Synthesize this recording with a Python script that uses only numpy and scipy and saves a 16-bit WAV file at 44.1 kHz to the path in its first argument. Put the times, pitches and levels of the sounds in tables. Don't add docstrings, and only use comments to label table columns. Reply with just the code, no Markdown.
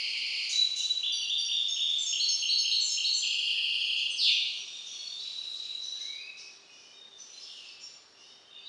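import sys
import numpy as np
from scipy import signal
from scipy.fft import rfft, irfft, next_fast_len
from scipy.io import wavfile
from scipy.ndimage import uniform_filter1d

SR = 44100
rng = np.random.default_rng(int(sys.argv[2]) if len(sys.argv) > 2 else 0)


def invert_db(level):
    return 10 ** (np.asarray(level, dtype=float) / 20)


def master_out(mix):
    frames = np.transpose(np.atleast_2d(mix))
    ceiling = np.clip(frames, -1, 1)
    pcm = np.round(ceiling * 32767).astype(np.int16)
    wavfile.write(sys.argv[1], SR, pcm)


N = 382788
LEAD = SR


def colour(sound, table):
    hz, db = np.transpose(table)
    size = next_fast_len(len(sound))
    freq_hz = np.arange(size // 2 + 1) * SR / size + 1
    gain = invert_db(np.interp(np.log(freq_hz), np.log(hz), db))
    return irfft(rfft(sound, size) * gain, size)[:len(sound)]


# (freq_hz, density_db_per_hz)
HISS = [(30, -118), (60, -109), (125, -104), (250, -99), (500, -97), (1000, -99), (2000, -101),
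        (4000, -109), (6500, -114), (9000, -118), (12000, -117)]
# (freq_hz, width_hz, level_db)
HUM = [(393.9, 7.2, -78.5), (445, 10, -86.5), (1165, 68, -78)]


def room_tone():
    tone_sum = colour(rng.standard_normal(N), HISS) * np.sqrt(SR / 2)
    for freq_hz, width_hz, level_db in HUM:
        b, a = signal.iirpeak(freq_hz, freq_hz / width_hz, fs=SR)
        hum = signal.lfilter(b, a, rng.standard_normal(N))
        tone_sum = tone_sum + invert_db(level_db) * hum / hum.std()
    return tone_sum


# (freq_hz, t60_s)
ROOM_T60 = [(500, 1.4), (2000, 1.18), (4000, 1.057), (6000, 0.77), (8000, 0.81), (12000, 0.81)]


def room(build_s):
    t = np.arange(int(1.6 * SR)) / SR
    noise = rng.standard_normal(len(t))
    hz, t60_s = np.transpose(ROOM_T60)
    tail = 0
    for centre_hz in 1000 * 2 ** np.arange(0, 4, 1 / 3):
        edges_hz = centre_hz * 2 ** (np.array([-2, -1, 1, 2]) / 6)
        band = colour(noise, list(zip(edges_hz, (-80, 0, 0, -80))))
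        tail = tail + band * invert_db(-60 * t / np.interp(centre_hz, hz, t60_s))
    tail = tail * (1 - np.exp(-t / build_s))
    return tail / np.sqrt(np.sum(tail ** 2))


def add(track, start_s, sound):
    part = track[LEAD + int(start_s * SR):][:len(sound)]
    part += sound[:len(part)]


def glide(length_s, start_hz, end_hz, bend, attack_s=0.0051):
    t = np.arange(0, max(length_s, .004), 1 / SR)
    u = t / t[-1]
    rise = t / min(attack_s, 0.49 * length_s)
    fall = (1 - u) / 0.33
    swell = np.sin(np.pi / 2 * np.clip(np.minimum(rise, fall), 0, 1)) ** 2
    return end_hz + (start_hz - end_hz) * (1 - u) ** bend, swell


def whistle(hz, swell, level_db, octave_db):
    phase = 2 * np.pi * np.cumsum(hz) / SR
    tone = np.sin(phase) + invert_db(octave_db) * swell * np.sin(2 * phase)
    return np.sqrt(2) * invert_db(level_db) * swell * tone


def waver():
    smooth = uniform_filter1d(rng.standard_normal(SR // 2), size=150)
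    return 14 * uniform_filter1d(smooth, size=150)


def notes(rows, rough):
    track = np.zeros(LEAD + N)
    for start_s, length_s, start_hz, end_hz, level_db, octave_db, hook in rows:
        interval_hz = start_hz - end_hz
        hz, swell = glide(length_s, end_hz + (1 - hook) * interval_hz, end_hz, bend=1, attack_s=0.0041)
        hz = hz + hook * interval_hz * np.exp(-np.arange(len(hz)) / SR / 0.00636)
        hz = hz * (1 + rough * waver()[:len(hz)])
        add(track, start_s, whistle(hz, swell, level_db, octave_db))
    return track


def trill(row, share, octave_db, bend, scatter):
    first_s, period_s, last_s, start_hz, end_hz, level_db = row
    track = np.zeros(LEAD + N)
    chance = scatter * rng.standard_normal((64, 4))
    for start_s, (pitch, size, late, slow) in zip(np.arange(first_s, last_s, period_s), chance):
        hz, swell = glide(share * period_s * (1 + 0.039 * slow), start_hz, end_hz, bend)
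        note = whistle(hz * (1 + .006 * pitch), swell, level_db + 0.47 * size, octave_db)
        add(track, start_s + 0.016 * period_s * late, note)
    return track


BUZZ_START_HZ, BUZZ_END_HZ, BUZZ_JITTER = 684, 796, .03
THROAT_WIDTH_HZ = 510


def chirps(rows, skirt_db):
    track = np.zeros(LEAD + N)
    order = np.arange(4, 16)[:, None]
    for start_s, length_s, level_db, throat_hz in rows:
        hz, swell = glide(length_s, BUZZ_START_HZ, BUZZ_END_HZ, bend=1.4)
        shake = 6 * uniform_filter1d(rng.standard_normal(SR // 2), size=36)
        hz = hz * (1 + BUZZ_JITTER * shake[:len(hz)])
        overtone_hz = order * hz
        skirt = invert_db(skirt_db) * np.minimum(1, throat_hz / overtone_hz) ** 2
        resonance = np.exp(-.5 * ((overtone_hz - throat_hz) / THROAT_WIDTH_HZ) ** 2)
        phase = order * 2 * np.pi * np.cumsum(hz) / SR + order ** 2
        buzz = ((skirt + resonance) * np.sin(phase)).sum(axis=0)
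        add(track, start_s, invert_db(level_db) * swell * buzz)
    return track


# (time_s, level_db)
TWITTER = [(.4, -48.5), (.8, -54), (2.3, -48.5), (3.8, -53), (5.5, -52), (6, -55), (6.25, -64), (7, -69),
           (7.4, -53), (7.9, -63), (8.1, -69)]
# (freq_hz, gain_db)
TWITTER_COLOUR = [(1700, -19.5), (2300, -3), (3000, -1.5), (4200, -2), (5200, -3), (6000, -7.5),
                  (7200, -9.5), (8500, -16.5), (10000, -16), (12000, -24.5)]


def twitter():
    track = np.zeros(LEAD + N)
    for when, pitch, slide, size in rng.random((2500, 4)):
        start_s = when * (N / SR + 1) - 1
        mid_hz = 2700 + 7500 * pitch
        reach_hz = np.sign(slide - .5) * (500 + 1200 * size)
        hz, swell = glide(.012, mid_hz - reach_hz, mid_hz + reach_hz, bend=0.99)
        add(track, start_s, whistle(hz, swell, 0, -25.5))
    track = colour(track, TWITTER_COLOUR)
    time_s, level_db = np.transpose(TWITTER)
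    return track / track.std() * invert_db(np.interp(np.arange(-LEAD, N) / SR, time_s, level_db))


# (start_s, length_s, start_hz, end_hz, level_db)
FAR_NOTES = [(3.54, .08, 1797, 1900, -68), (3.79, 0.09, 6560, 6550, -58.5),
             (4.305, 0.044, 5900, 5850, -45.5), (4.574, 0.047, 5800, 5750, -43.5),
             (4.659, 0.27, 3696, 3607, -47), (4.866, 0.23, 3270, 3450, -48.5),
             (4.891, 0.043, 5800, 5750, -43.5), (4.928, 0.24, 4355, 4450, -48),
             (5.101, 0.06, 3683, 3580, -43), (5.838, 0.039, 5950, 5880, -45.5),
             (5.94, 0.057, 1596, 1800, -67), (5.998, .2, 2020, 2480, -54), (6.14, 0.052, 4800, 4750, -49.5),
             (6.18, 0.14, 2425, 2620, -47.5), (6.6, 0.37, 2564, 2390, -66),
             (6.661, 0.32, 2875, 3050, -63.5), (6.929, 0.12, 3745, 3660, -55),
             (7.11, 0.041, 3600, 3620, -54.5), (7.183, 0.051, 6040, 5900, -47),
             (7.19, 0.036, 7300, 7250, -62), (7.33, 0.03, 4100, 4100, -49), (7.398, 0.049, 5250, 5500, -46),
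             (7.648, 0.067, 5300, 5160, -55.5), (7.45, .17, 3500, 2600, -53),
             (7.579, 0.148, 2700, 2600, -58), (7.7, 0.26, 2412, 2330, -75), (7.798, 0.046, 7300, 6900, -54),
             (7.808, 0.056, 5500, 5500, -48.5), (8.15, 0.13, 2900, 3050, -64),
             (8.24, 0.073, 3700, 3680, -58.5), (8.44, 0.063, 3150, 3050, -59),
             (8.502, 0.084, 3650, 3600, -51), (8.55, 0.091, 2484, 2650, -64),
             (8.58, 0.039, 4700, 4650, -56), (8.633, .05, 3580, 4000, -45)]
# (first_s, period_s, last_s, start_hz, end_hz, level_db)
FAR_ROLL = (5.185, .0216, 6.11, 4380, 3865, -38.5)
# (start_s, length_s, level_db, throat_hz)
FAR_CHIRPS = [(3.95, 0.056, -50.5, 6500), (4.54, 0.043, -53.5, 6000), (4.855, .04, -46, 5960),
              (5.19, .05, -45, 4950), (5.55, .04, -49, 5060), (5.81, 0.044, -46, 5700),
              (5.99, 0.033, -44.5, 5900), (6.368, .04, -44, 5370), (6.66, .3, -64, 2700),
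              (6.68, 0.3, -59, 5400), (7.172, .04, -51.5, 5670), (7.395, .05, -52, 5150),
              (7.44, .16, -54, 3200), (7.655, 0.039, -49.5, 4900), (7.80, .04, -50, 5500),
              (8.14, .25, -61, 2700), (8.16, 0.17, -58, 5300), (8.5, .15, -58, 2900),
              (8.645, .04, -54, 4300)]
OCTAVE_DB, FAR_OCTAVE_DB = -40.5, -33.5


def far_birds():
    rows = [(*row, FAR_OCTAVE_DB, .2) for row in FAR_NOTES]
    whistles = notes(rows, rough=.011)
    roll = trill(FAR_ROLL, 0.62, OCTAVE_DB, bend=4.0, scatter=.3)
    return whistles + roll + chirps(FAR_CHIRPS, skirt_db=-15) + twitter()


PAIR_HOOK = 0.618
# (start_s, length_s, start_hz, end_hz, level_db)
SINGLES = [(.527, 0.098, 3894, 3990, -21), (.795, 0.16, 3897, 3945, -24.5),
           (1.19, 0.046, 3500, 2590, -31.5)]


def single_whistles():
    return [(*row, OCTAVE_DB, 0.276) for row in SINGLES]


# (start_s, start_hz, top_hz, level_db)
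RISES = [(1.030, 2496, 3690, -22.5), (1.295, 2740, 3780, -22), (1.484, 2520, 3380, -27),
         (1.512, 3046, 3790, -22.5), (1.60, 3273, 3750, -25), (1.761, 2480, 3465, -26.5),
         (1.80, 2978, 3787, -22), (1.895, 3190, 3720, -25), (2.125, 2540, 3430, -22.5),
         (2.196, 3720, 4524, -21), (2.422, 2500, 3360, -23), (2.489, 3603, 4505, -18.5),
         (2.645, 2470, 3330, -23), (2.712, 3515, 4472, -19), (2.971, 2464, 3310, -24),
         (3.041, 3525, 4508, -19.5)]
RISE_S, RISE_OCTAVE_DB = 0.023, -36.5
RISE_S_PER_KHZ, RISE_OCTAVE_DB_PER_KHZ = 0.0059, 6


def rising_chirps():
    rows = []
    for start_s, start_hz, top_hz, level_db in RISES:
        above_khz = top_hz / 1000 - 3
        length_s = RISE_S + RISE_S_PER_KHZ * above_khz
        octave_db = RISE_OCTAVE_DB + RISE_OCTAVE_DB_PER_KHZ * above_khz
        rows.append((start_s, length_s, start_hz, top_hz, level_db, octave_db, 0.662))
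    return rows


# (start_s, upper_end_hz, lower_end_hz, upper_level_db, lower_level_db)
PAIRS = [(1.120, 5790, 4520, -33, -32), (1.378, 5650, 4560, -35.5, -31.5),
         (1.682, 6450, 5300, -32.5, -33.5), (2.062, 6500, 5330, -27, -31.5),
         (2.285, 6370, 5290, -24.5, -28), (2.582, 6340, 5160, -29, -30), (2.888, 6450, 5244, -28.5, -29.5),
         (4.10, 8140, 6090, -41, -38.5)]
PAIR_S, UPPER_FALL_HZ, LOWER_FALL_HZ, LOWER_OCTAVE_DB = 0.044, 170, 314, -16.5


def two_voiced_whistles():
    rows = []
    for start_s, upper_hz, lower_hz, upper_db, lower_db in PAIRS:
        rows.append((start_s, PAIR_S, upper_hz + UPPER_FALL_HZ, upper_hz, upper_db, OCTAVE_DB, PAIR_HOOK))
        rows.append((start_s, PAIR_S, lower_hz + LOWER_FALL_HZ, lower_hz, lower_db,
                     LOWER_OCTAVE_DB, PAIR_HOOK))
    return rows


# (start_s, level_db)
DOUBLES = [(1.982, -33), (2.806, -29.5), (3.135, -30)]
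# (delay_s, start_hz, end_hz)
DOUBLE_VOICES = [(0, 6370, 6080), (0, 7950, 7020), (0.024, 7950, 7120)]
DOUBLE_S = 0.033


def double_ticks():
    rows = []
    for start_s, level_db in DOUBLES:
        for delay_s, start_hz, end_hz in DOUBLE_VOICES:
            rows.append((start_s + delay_s, DOUBLE_S, start_hz, end_hz, level_db, OCTAVE_DB, PAIR_HOOK))
    return rows


# (start_s, length_s, start_hz, end_hz, level_db, vibrato_depth_hz)
FLOURISH = (4.165, 0.1663, 5600.5, 2699.5, -21.5, 454)
VIBRATO_HZ = 90.2


def flourish():
    start_s, length_s, start_hz, end_hz, level_db, depth_hz = FLOURISH
    track = np.zeros(LEAD + N)
    hz, swell = glide(length_s, start_hz, end_hz, bend=1.8, attack_s=0.041)
    hz = hz + depth_hz * np.sin(2 * np.pi * VIBRATO_HZ * np.arange(len(hz)) / SR)
    add(track, start_s, whistle(hz, swell, level_db, -24.5))
    return track


# (first_s, period_s, last_s, start_hz, end_hz, level_db)
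TRILLS = [(-.430, .0862, .45, 5300, 3900, -29.5), (-.387, .0862, .47, 3370, 1780, -29.5),
          (3.204, 0.06, 4.04, 5450, 3770, -32), (3.222, 0.084, 4.03, 3490, 2332, -24)]
TRILL_SHARE = (0.27, .36, 0.27, .36)
TRILL_OCTAVE_DB = (-21.5, -21.5, -16.5, -41.5)
TRILL_BEND = (1.3, .8, 1.09, 0.935)
# (start_s, length_s, level_db, throat_hz)
NEAR_CHIRPS = [(.490, 0.044, -31.5, 6300), (.758, 0.053, -34.5, 6380), (.78, .04, -36.5, 3220)]
FINCH_DB = -4


def finch():
    rows = single_whistles() + two_voiced_whistles() + double_ticks() + rising_chirps()
    voices = notes(rows, rough=0.0054)
    sum_tone = invert_db(9) * colour(voices ** 2, [(9600, -63), (10100, 5.5), (12500, -1)])
    trills = sum(trill(*settings, scatter=0.82)
                 for settings in zip(TRILLS, TRILL_SHARE, TRILL_OCTAVE_DB, TRILL_BEND))
    buzzes = chirps(NEAR_CHIRPS, skirt_db=-8)
    return invert_db(FINCH_DB) * (voices + sum_tone + trills + flourish() + buzzes)


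NEAR_DIRECT_DB, FAR_DIRECT_DB = -5, -11
NEAR_BUILD_S, FAR_BUILD_S = 0.0083, 0.0031


def scene():
    near, far = finch(), far_birds()
    direct = invert_db(NEAR_DIRECT_DB) * near + invert_db(FAR_DIRECT_DB) * far
    near_echo = signal.fftconvolve(near, room(NEAR_BUILD_S))
    far_echo = signal.fftconvolve(far, room(FAR_BUILD_S))
    birds = direct + (near_echo + far_echo)[:LEAD + N]
    return (birds[LEAD:] + room_tone())[None]


# (freq_hz, gain_db)
MICROPHONE = [(1500, 0.5), (6800, 0.5), (7400, -5), (8000, -3.5), (8900, -4.5), (10300, -6.5),
              (11200, -14.5), (12300, -44.5), (14000, -60)]


def microphone(sound):
    return colour(sound, MICROPHONE)


def top_cut(x):
    return signal.sosfilt(signal.butter(12, 12190, fs=SR, output="sos"), x)


def record(dry):
    mix = microphone(dry.ravel())[None]
    return top_cut(mix)


dry = scene()
out = record(dry)
master_out(out)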